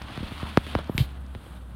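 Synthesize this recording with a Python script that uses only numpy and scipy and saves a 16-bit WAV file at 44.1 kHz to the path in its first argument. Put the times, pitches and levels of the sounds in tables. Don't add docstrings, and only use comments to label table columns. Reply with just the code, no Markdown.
import sys
import numpy as np
from scipy import signal
from scipy.fft import rfft, irfft
from scipy.io import wavfile

SR = 44100
rng = np.random.default_rng(int(sys.argv[2]) if len(sys.argv) > 2 else 0)


def file_out(sig):
    cols = np.atleast_2d(sig).T
    lim = np.clip(cols, -1, 1)
    pcm = np.round(lim * 32767).astype(np.int16)
    wavfile.write(sys.argv[1], SR, pcm)


N = 77175
TIME = np.arange(N) / SR

# (time [s], thump level [dB], sweep top [Hz], sweep bottom [Hz],
# tick level [dB], polarity [1 press, -1 release])
KNOCK_HITS = [(0.017, -35.5, 242, 68.4, -27, 1), (0.1755, -24.5, 407, 87, -25, 1),
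              (0.2033, -23.5, 213, 82, -37, 1), (0.2279, -23, 336, 81.6, -46, 1),
              (0.2316, -25.5, 335, 83.4, -27, 1), (0.3183, -26.5, 333, 80, -41, 1),
              (0.4287, -22.5, 390, 93, -27, 1), (0.5731, -5, 2750, 162, -9, 1),
              (0.6665, -31.5, 800, 150, -25.5, 1), (0.7515, -12, 2380, 298, -18.5, 1),
              (0.7550, -15, 190, 91, -58, 1), (0.7884, -23.5, 1420, 303, -22, -1),
              (0.8950, -16.5, 656, 157, -59, -1), (0.9465, -15, 140, 96, -52, 1),
              (0.9798, -18, 263, 104, -38, -1), (1.0017, -10.5, 111, 102, -34, -1),
              (1.016, -20, 116, 69, -42, -1), (1.3498, -32.5, 900, 208, -28.5, -1),
              (1.3560, -27, 198, 78, -44, 1), (1.4652, -37.5, 710, 203, -39.5, 1)]
# (frequency [Hz], level [dB], 60 dB decay time [s])
TICK_MODES = [(1118, -1, 0.0037), (2220, 1.5, 0.0024), (3720, -0.5, 0.0022), (4720, -4.5, 0.00095),
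              (9300, -30, 0.00076)]
# (frequency [Hz], level [dB])
SCUFF_EQ = [(400, 6), (1200, 10), (3800, -10.5), (5500, -25), (11000, -14.5), (16000, -25)]
def knocks():
    sweep_cycles, first_crest_s = 0.848, 0.000434
    top_slope, bottom_slope = 4.96, 5.06
    scuff_vs_tick_db, scuff_decay_s = -13.5, 0.0044
    hits, scuff_envelope = np.zeros(N), np.zeros(N)
    for start, thump_db, top_hz, bottom_hz, tick_db, polarity in KNOCK_HITS:
        t = age(start) + 1e-7
        hz = sweep_cycles / t
        high_cut = 1 + (hz / top_hz) ** top_slope
        low_cut = 1 + (bottom_hz / hz) ** bottom_slope
        envelope = (hz < SR / 2) / np.sqrt(high_cut * low_cut)
        phase = 2 * np.pi * sweep_cycles * np.log(t / first_crest_s)
        thump = from_db(thump_db) * envelope * np.cos(phase)
        tick = from_db(tick_db) * struck(TICK_MODES, start)
        hits += polarity * (thump + tick)
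        scuff_envelope += from_db(tick_db + scuff_vs_tick_db) * burst(start, scuff_decay_s)
    return hits + scuff_envelope * noise(SCUFF_EQ)


# (frequency [Hz], level [dB], 60 dB decay time [s])
SNAP_MODES = [(2280, 1, 0.0045), (3810, 0.5, .0018), (8600, -8, 0.0011), (12500, -15, 0.0039)]
# (frequency [Hz], level [dB], 60 dB decay time [s])
CASING_MODES = [(2194, 1, 0.17), (2295, -25, .15), (2740, -7, .17), (2700, 1, 0.16), (3100, 4, 0.18),
                (3180, -6, .19), (3450, -7, .21), (3500, -31, .16), (3694, 0, .25), (4000, -10, 0.14),
                (4470, -14, .2), (4270, -17, .17), (12330, 7.5, 0.044)]
# (frequency [Hz], level [dB])
RATTLE_EQ = [(500, 1), (1300, -7), (2300, -0.5), (4200, 2.5), (5500, -15), (9000, -15), (16000, -39)]
def hard_click():
    start_s, rattle_attack_s, rattle_decay_s = 0.9796, 0.0067, 0.031
    snap = from_db(-9) * struck(SNAP_MODES, start_s)
    ring = from_db(-42) * struck(CASING_MODES, start_s)
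    t = age(start_s)
    envelope = (1 - np.exp(-t / rattle_attack_s)) * np.exp(-t / rattle_decay_s)
    rattle = from_db(-30) * envelope * rub_gate() * noise(RATTLE_EQ)
    return snap + ring + rattle


def hand_bump(peak_s=1.013, width_s=0.0076, hz=126):
    return from_db(-14.5) * bell_curve(peak_s, width_s) * np.sin(-2 * np.pi * hz * (TIME - peak_s))


def thin_hiss(centre_hz=12450, width_hz=2700, peak_s=1, rise_s=0.047, fall_s=0.037):
    radius = np.exp(-np.pi * width_hz / SR)
    resonance = [1, -2 * radius * np.cos(2 * np.pi * centre_hz / SR), radius ** 2]
    hiss = signal.lfilter([1, 0, -1], resonance, rng.standard_normal(N))
    swell = np.exp(-np.maximum(peak_s - TIME, 0) / rise_s - age(peak_s) / fall_s)
    return from_db(-46.5) * swell * rub_gate() * rms_one(hiss)


# (time [s], level before the filter [dB])
GRIT_HITS = [(0.02, -36), (0.843, -45), (0.873, -46.5), (.955, -44.5), (1.264, -49)]
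def grit(decay_s=0.0021, band_hz=(1180, 4700)):
    envelope = sum(from_db(db) * burst(start, decay_s) for start, db in GRIT_HITS)
    band = signal.butter(2, band_hz, "band", fs=SR, output="sos")
    return 2 * signal.sosfilt(band, envelope * rng.standard_normal(N))


# (time [s], fizz level [dB], water level [dB], foam level [dB])
WASH_FADERS = [(0, -53, -45, -66), (.12, -45, -42, -74), (.3, -47, -43, -63.5), (.53, -44.5, -42.5, -63),
               (.62, -51.5, -45, -65.5), (.69, -44, -45, -61), (.79, -44, -34.5, -71),
               (.825, -53, -46, -88), (.92, -56.5, -45, -75), (1.10, -55, -50, -67),
               (1.18, -63.5, -52, -70), (1.33, -63, -59.5, -70), (1.42, -58, -55, -65),
               (1.57, -60.5, -49, -65.5), (1.65, -65.5, -69, -70), (1.75, -64.5, -56, -71)]
# (frequency [Hz], level [dB])
FIZZ_EQ = [(1000, -12), (1900, 1.5), (3300, 5), (4400, -3), (5600, -15.5), (7500, -20.5), (9600, -14),
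           (12000, -24), (16000, -27)]
# (frequency [Hz], level [dB])
WATER_EQ = [(30, 14), (60, 4.5), (120, 9.5), (240, 11), (400, -2.5), (700, 2), (1150, 1.5), (1600, -0.5),
            (2600, -20.5), (6000, -41)]
# (frequency [Hz], level [dB])
FOAM_EQ = [(4000, -20), (6500, -5.5), (9300, 7), (11000, 2), (13000, 1), (16000, -4)]
def wash(flutter_db=1.33):
    fizz_gain, water_gain, foam_gain = [
        from_db(db + flutter_db * drift(rate_hz=26)) for db in automation(WASH_FADERS)]
    fizz = rms_one(noise(FIZZ_EQ) + from_db(-9) * grains(FIZZ_EQ, per_s=2500, spread_db=6))
    water = noise(WATER_EQ)
    foam = grains(FOAM_EQ, per_s=14000, spread_db=2)
    return fizz_gain * fizz + water_gain * water + foam_gain * foam


# (frequency [Hz], level [dB])
BUBBLE_EQ = [(500, -36), (850, -1.5), (1100, 4), (1450, -3), (2200, -29), (6000, -50)]
def lap(peak_s=0.442, width_s=0.056):
    return from_db(-42.5) * bell_curve(peak_s, width_s) * grains(BUBBLE_EQ, per_s=1100, spread_db=2)


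# (time [s], pitch [Hz], level [dB])
DRONE_MOVES = [(0, 65, -41), (.05, 65, -42), (.14, 67, -50), (.22, 70, -43), (.3, 72, -47), (.4, 76, -39),
               (.53, 74, -42), (.64, 73, -41), (.75, 73, -39), (.86, 71, -39), (.92, 70, -45),
               (1.05, 67, -36), (1.32, 65.6, -35.5), (1.41, 62, -49), (1.47, 61, -47), (1.53, 61.2, -39),
               (1.75, 61.2, -38)]
# (multiple of the pitch, level [dB])
DRONE_HARMONICS = [(1, -0.5), (2, -23), (3, -19.5), (4, -23.5)]
def drone(waver_db=0.5):
    hz, db = automation(DRONE_MOVES)
    phase = 2 * np.pi * np.cumsum(hz) / SR
    tone = sum(from_db(harmonic_db) * np.sin(k * phase) for k, harmonic_db in DRONE_HARMONICS)
    return np.sqrt(2) * from_db(db + waver_db * drift(rate_hz=5.7)) * tone


# (frequency [Hz], level [dB])
AIR_EQ = [(30, -24), (60, 11), (110, 9), (220, 1.5), (400, -7), (1500, -11.5), (3500, -50), (5500, -38),
          (7500, -39), (9000, -28.5), (11000, -58), (16000, -72)]
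def open_air():
    return from_db(-47) * noise(AIR_EQ)


def from_db(db):
    return 10 ** (np.asarray(db) / 20)


def rms_one(x):
    return x / np.sqrt(np.mean(x ** 2) + 1e-20)


def automation(rows):
    times, *columns = np.transpose(rows)
    return [np.interp(TIME, times, column) for column in columns]


def age(start):
    return np.maximum(TIME - start, 0)


def burst(start, decay_s):
    return (TIME > start) * np.exp(-age(start) / decay_s)


def bell_curve(peak_s, width_s):
    return np.exp(-0.5 * ((TIME - peak_s) / width_s) ** 2)


def rub_gate(end_s=1.064, release_s=0.0021):
    return np.exp(-age(end_s) / release_s)


def drift(rate_hz):
    hop, settle = 40, 2000
    pole = np.exp(-2 * np.pi * hop * rate_hz / SR)
    white = rng.standard_normal(N // hop + settle + 2)
    slow = signal.lfilter([1], [1, -2 * pole, pole ** 2], white)[settle:]
    return np.interp(np.arange(N) / hop, np.arange(len(slow)), rms_one(slow))


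def colour(x, eq):
    hz, db = np.transpose(eq)
    bin_hz = np.maximum(np.fft.rfftfreq(N, 1 / SR), 1)
    gain = from_db(np.interp(np.log(bin_hz), np.log(hz), db))
    return rms_one(irfft(rfft(x) * gain, N))


def noise(eq):
    return colour(rng.standard_normal(N), eq)


def grains(eq, per_s, spread_db):
    sizes = from_db(spread_db * np.minimum(rng.exponential(1, N), 5))
    signs = rng.choice([-1, 1], N)
    triggers = rng.random(N) < per_s / SR
    return colour(sizes * signs * triggers, eq)


def struck(modes, start):
    t = age(start)
    return sum((-1) ** k * from_db(db - 60 * t / t60) * np.sin(2 * np.pi * hz * t)
               for k, (hz, db, t60) in enumerate(modes))


def scene():
    foreground = knocks() + grit() + hard_click() + hand_bump() + thin_hiss()
    background = wash() + lap() + drone() + open_air()
    return (foreground + background)[None]


def record(dry):
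    low_cut = signal.butter(3, 30, "high", fs=SR, output="sos")
    high_cut = signal.ellip(10, 0.1, 80, 15800, fs=SR, output="sos")
    return signal.sosfilt(high_cut, signal.sosfilt(low_cut, dry))


dry = scene()
out = record(dry)
file_out(out)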